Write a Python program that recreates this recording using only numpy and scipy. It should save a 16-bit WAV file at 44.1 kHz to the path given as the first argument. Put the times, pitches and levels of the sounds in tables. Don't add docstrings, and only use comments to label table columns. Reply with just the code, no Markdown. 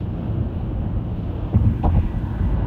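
import sys
import numpy as np
from scipy import signal
from scipy.fft import rfft, irfft
from scipy.io import wavfile
from scipy.ndimage import uniform_filter1d

SR = 44100
rng = np.random.default_rng(int(sys.argv[2]) if len(sys.argv) > 2 else 0)


def boost_factor(decibels):
    exponent = np.asarray(decibels, float) / 20
    return 10 ** exponent


def waveform_to_disk(signal):
    frames = np.transpose(np.atleast_2d(signal))
    scaled = np.clip(frames, -1, 1) * 32767
    samples = np.round(scaled).astype(np.int16)
    wavfile.write(sys.argv[1], SR, samples)


N = 117306

# [t/s, level/dB]
WHINE_LEVELS = [(0.0, -87), (0.35, -83), (0.42, -87), (0.61, -83), (1.04, -88), (1.16, -78), (1.27, -84),
                (1.35, -77), (1.38, -89), (1.47, -82), (1.76, -82), (1.8, -77), (1.84, -85), (2.19, -87),
                (2.24, -80), (2.53, -82), (2.63, -89), (2.66, -81)]
WHINE_HZ, WHINE_FLICKER_DB, WHINE_LIFT_DB = 14852, 1.2, 3.5
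# [f/Hz, level/dB]
WIND_COLOUR = [(1800, -9), (2700, -1), (3300, 0), (4000, -7.5), (4800, -17), (6500, -25), (8000, -30.5)]
# [t/s, body shake level/dB, tyre roar level/dB, wind level/dB]
ROAD_LEVELS = [(0, -27, -43.5, -56), (.06, -26, -43, -64), (.26, -27, -42.5, -60),
               (0.421, -23.5, -42.5, -64), (0.62, -24.5, -43.5, -62), (.82, -26.5, -43, -65.5),
               (1.001, -26, -42.5, -64), (1.149, -26, -43.5, -60.5), (1.451, -26.5, -41.5, -59.5),
               (1.599, -29, -41, -61.5), (1.8, -24, -50.5, -62), (2.0, -27.5, -48.5, -61),
               (2.151, -25, -45.5, -60.5), (2.26, -27.5, -47, -60), (2.421, -23, -43.5, -59),
               (2.519, -24, -44.5, -61), (2.66, -24.5, -38.5, -60.5)]
# [f/Hz, level/dB]
ROAR_COLOUR = [(250, -3), (420, 0.5), (600, 0), (900, -6.5), (1150, -11), (1550, -17), (2100, -25),
               (3000, -22)]
# [f/Hz, width/Hz, level/dB]
CABIN_MODES = [(43.4, 18, -22.5), (53.3, 7.9, -3.5), (87.5, 30, -5.5), (115.05, 26.4, -2.5),
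               (171.9, 34, -8.5), (216.5, 54, -10.5), (311, 49, -14), (347, 65, -20.5)]
# [f/Hz, level/dB]
PAN_COLOUR = [(32, -3), (55, -5), (100, 0), (150, -9), (250, -11), (350, -18), (450, -27)]
PAN_DB = -3
# [f/Hz, width/Hz, level/dB]
DECK_SONG = [(848, 240, -1.5), (961, 230, -0.5), (1175, 400, -8.5), (1520, 280, -7), (1684, 430, -10.5),
             (1964, 77, -13), (2520, 1100, -11)]
DECK_FROM_S, DECK_START_DB, DECK_SWELL_DB_PER_S = 1.497, -46.5, 4.5
# [t/s, level/dB, f/Hz]
TRIM_TICKS = [
    (0.603, -33.5, 776),
    (1.36, -74, 6160),
    (1.603, -78, 9080),
    (1.833, -41.5, 2650),
    (2.186, -60, 8100),
]
# [t/s, level/dB, length/s, centre f/Hz, width/octaves]
TREAD_SCUFFS = [(1.528, -29.5, 0.017, 495, 0.85), (1.534, -49, 0.034, 1720, 0.83),
                (1.554, -39, .02, 1100, 0.9), (1.823, -51, 0.029, 2900, 0.56),
                (1.85, -55.5, 0.02, 3140, 0.62), (1.828, -63.5, .024, 5000, 0.76),
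                (1.835, -25, 0.029, 696, 0.87), (1.868, -41.5, 0.036, 786, 1.2),
                (1.935, -34.5, 0.02, 680, 1.13), (1.956, -35, 0.036, 584, 0.92),
                (2.517, -40, 0.0091, 600, 2.2)]
SCUFF_EDGE_S = 0.011
# [f/Hz, level/dB, t60/s]
PLATE_MODES = [(315.4, 8.5, 0.024), (461.5, 0, 0.029), (539, 1, 0.046), (640, -9, 0.12), (731, 2, 0.052),
               (798, 0, 0.055), (926, -9.5, 0.14), (973, -8.5, 0.052), (1100, -15.5, .045),
               (1415, -22.5, .03)]
# [t/s, level/dB, length/s, brightest f/Hz]
PLATE_RATTLES = [
    (1.522, -24.5, 0.015, 440),
    (1.633, -39, 0.018, 481),
    (1.832, -11, 0.0054, 850),
    (1.846, -11, 0.0087, 730),
    (1.858, -15.5, .008, 800),
    (1.87, -26.5, 0.021, 820),
    (1.95, -26, 0.015, 736),
    (1.96, -30.5, 0.03, 590),
    (2.028, -43, 0.019, 970),
]
CLANK_RISE_S, CLANK_SLOPE_DB = 0.0032, 8
JOINTS_TOP_HZ = 5000
# [t/s, boom level/dB, deck sway level/dB]
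WHEEL_BLOWS = [(0.058, -23, -36), (0.385, -18.5, -33.5), (0.78, -21.5, -33.5), (1.053, -20, -39),
               (1.538, -8.5, -26.5), (1.548, -13.5, -31), (1.557, -17.5, -30), (1.582, -15.5, -28),
               (1.612, -16, -33), (1.646, -8.5, -20.5), (1.665, -9, -24), (1.7, -20, -30.5),
               (1.842, -13, -11.5), (1.866, -12, -18), (1.903, -23, -35), (1.944, -19.5, -20),
               (1.963, -11, -10.5), (2.028, -22, -9.5), (2.133, -23, -16), (2.39, -18, -38)]
# [f/Hz, level/dB, t60/s]
BOOM_MODES = [(66.7, -6.5, 1), (83.7, -1.5, 0.5), (108.7, 2.5, 0.15), (191.2, -1.5, 0.14),
              (225.1, -6.5, 0.32), (285.6, -8, 0.095)]
SWAY_HZ, SWAY_T60_S, PUSH_S = 44, 0.16, 0.0031
# [f/Hz, level/dB]
HISS_COLOUR = [(4000, 1), (6000, 2), (7800, -2), (9000, 0), (10500, -4), (12500, -1), (15500, -1)]
HISS_DB, LOUD_HISS_DB = -78.5, 9.5
LOUD_FROM_S, LOUD_TO_S = 1.557, 2.546
# [f/Hz, level/dB]
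FIZZ_COLOUR = [(12500, -12), (13800, -4.5), (15700, 1.5)]
FIZZ_DB = -83.5
SKEW, CEILING, START_S = 0.3, 0.75, 0.006


def level(x, db):
    return x * boost_factor(db) / np.sqrt(np.mean(x ** 2))


def ring(x, hz, t60):
    pole = np.exp(2j * np.pi * hz / SR - np.log(1000) / (t60 * SR))
    return signal.lfilter([1], [1, -pole], x).imag


def band(hz, width):
    t60 = np.log(1000) / (np.pi * width)
    once = ring(rng.standard_normal(N + SR), hz, t60)
    return level(ring(once, hz, t60)[SR:], 0)


def walk(rate):
    hold = int(SR / rate)
    steps = np.repeat(rng.standard_normal(N // 200 + 1), hold)[:N]
    return 1.01 * uniform_filter1d(uniform_filter1d(steps, hold), hold)


def colour(points, flicker_db, shared):
    f = np.maximum(np.arange(N // 2 + 1) * SR / N, 1)
    hz, db = np.array(points).T
    ends_hz = np.r_[hz[0] / 4, hz, hz[-1] * 2]
    ends_db = np.r_[db[0] - 70, db, db[-1] - 70]
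    whole = rfft(rng.standard_normal(N)) * boost_factor(np.interp(np.log(f), np.log(ends_hz), ends_db))
    lowest = int(3 * np.log2(ends_hz[0])) + 2
    highest = min(int(3 * np.log2(ends_hz[-1])), 43)
    out = 0
    for third in np.arange(lowest, highest):
        part = np.cos(np.pi / 2 * np.clip(3 * np.log2(f) - third, -1, 1)) ** 2
        out = out + irfft(whole * part, N) * boost_factor(flicker_db * walk(15) + shared)
    return level(out, 0)


def electronics_whine(t):
    db = np.interp(t, *np.array(WHINE_LEVELS).T) + WHINE_LIFT_DB + WHINE_FLICKER_DB * walk(11)
    return np.sqrt(2) * boost_factor(db) * np.sin(2 * np.pi * WHINE_HZ * t + 0.6 * walk(20))


def wind(wind_db):
    return level(colour(WIND_COLOUR, 0.8, 0.8 * walk(30)), 1) * boost_factor(wind_db)


def tyre_roar(roar_db, grain):
    return level(colour(ROAR_COLOUR, 0.74, 0.96 * grain), 2.88) * boost_factor(roar_db)


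def cabin_rumble(shake_db, grain):
    body = sum(boost_factor(db + 0.95 * walk(13.0) + 1.7 * grain) * band(hz, width) for hz, width, db in CABIN_MODES)
    pan = boost_factor(PAN_DB) * colour(PAN_COLOUR, 1.4, 0.9 * grain)
    return level(level(body, 0) + pan, 2.05) * boost_factor(shake_db)


def road(t):
    times, *curves = np.array(ROAD_LEVELS).T
    shake_db, roar_db, wind_db = (np.interp(t, times, curve) for curve in curves)
    grain = walk(17)
    return wind(wind_db) + tyre_roar(roar_db, grain) + cabin_rumble(shake_db, grain)


def deck_song(t):
    song = sum(boost_factor(db + 3.9 * walk(9)) * band(hz, width) for hz, width, db in DECK_SONG)
    since = t - DECK_FROM_S
    return level(song, DECK_START_DB) * boost_factor(DECK_SWELL_DB_PER_S * since) * np.clip(since / 0.17, 0, 1)


def trim_ticks(t):
    noise = np.sign(rng.standard_normal(N))
    out = np.zeros(N)
    for s, db, hz in TRIM_TICKS:
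        tap = noise * np.exp(-((t - s) / 0.0036) ** 2)
        tick = ring(ring(tap, hz, 14 / hz), hz, 14 / hz)
        out += boost_factor(db) * tick / np.abs(tick).max()
    return out


def tread_scuffs(t):
    noise, out = rng.standard_normal(N), np.zeros(N)
    for s, db, length, hz, width in TREAD_SCUFFS:
        near = slice(int((s - 0.05) * SR), int((s + 0.1) * SR))
        limits = hz * 2 ** (np.array([-width, width]) / 2)
        puff = signal.sosfilt(signal.butter(3, limits, "band", fs=SR, output="sos"), noise[near])
        puff = puff / (np.sqrt(uniform_filter1d(puff ** 2, int(3 * SR / hz))) + 0.3 * np.std(puff))
        inside = np.minimum(t[near] - s, s + length - t[near] + SCUFF_EDGE_S)
        edge = np.clip(inside / SCUFF_EDGE_S, 0, 1) ** 2
        out[near] += boost_factor(db) * edge * puff / np.sqrt(np.sum((edge * puff) ** 2) / np.sum(edge ** 2))
    return out


def plate_clanks(t):
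    bursts = []
    for s, _, length, _ in PLATE_RATTLES:
        rise = np.clip((t - s) / CLANK_RISE_S, 0, 1)
        fall = np.clip((s + length - t) / CLANK_RISE_S + 1, 0, 1)
        bursts.append(rise * fall)
    out = np.zeros(N)
    for hz, db, t60 in PLATE_MODES:
        rattle = np.cos(2 * np.pi * hz * t + 1.32 * walk(150))
        drive = np.zeros(N)
        for (_, clank_db, _, brightest), burst in zip(PLATE_RATTLES, bursts):
            drive += boost_factor(clank_db - CLANK_SLOPE_DB * abs(np.log2(hz / brightest))) * burst
        out += boost_factor(db - 2) * np.log(1000) / (t60 * SR) * ring(drive * rattle, hz, t60)
    return out


def joints(t):
    boom, sway = np.zeros(N), np.zeros(N)
    for s, boom_db, sway_db in WHEEL_BLOWS:
        push = np.sin(np.pi * np.clip((t - s) / PUSH_S, 0, 1)) ** 2 * 2 / (PUSH_S * SR)
        boom += boost_factor(boom_db) * push
        sway += boost_factor(sway_db) * push
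    out = plate_clanks(t)
    for k, (hz, db, t60) in enumerate(BOOM_MODES):
        out += (-1) ** k * boost_factor(db - 3.0) * ring(boom, hz, t60)
    damped = signal.sosfilt(signal.butter(4, JOINTS_TOP_HZ, fs=SR, output="sos"), out)
    return damped + ring(sway, SWAY_HZ, SWAY_T60_S)


def scene():
    t = np.arange(N) / SR
    background = electronics_whine(t) + road(t) + deck_song(t)
    return (background + trim_ticks(t) + tread_scuffs(t) + joints(t))[None]


def self_noise(t):
    loud = np.clip((t - LOUD_FROM_S) / 0.004, 0, 1) * np.clip((LOUD_TO_S - t) / 0.0024, 0, 1)
    hiss = colour(HISS_COLOUR, 0.3, 0 * t) * boost_factor(HISS_DB + LOUD_HISS_DB * loud)
    return hiss + colour(FIZZ_COLOUR, 1.5, 0 * t) * boost_factor(FIZZ_DB) * (t < LOUD_FROM_S)


def band_limit(x):
    return signal.sosfilt(signal.butter(12, 15762, fs=SR, output="sos"), x)


def record(dry):
    t = np.arange(N) / SR
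    fade = np.clip(np.minimum(t, N / SR - t + START_S / 2) / START_S, 0, 1)
    capsule = (dry + SKEW * dry ** 2) * fade
    x = signal.sosfilt(signal.butter(4, 27, "high", fs=SR, output="sos"), capsule)
    x = CEILING * np.tanh(x / CEILING)
    return band_limit(x + self_noise(t))


dry = scene()
out = record(dry)
waveform_to_disk(out)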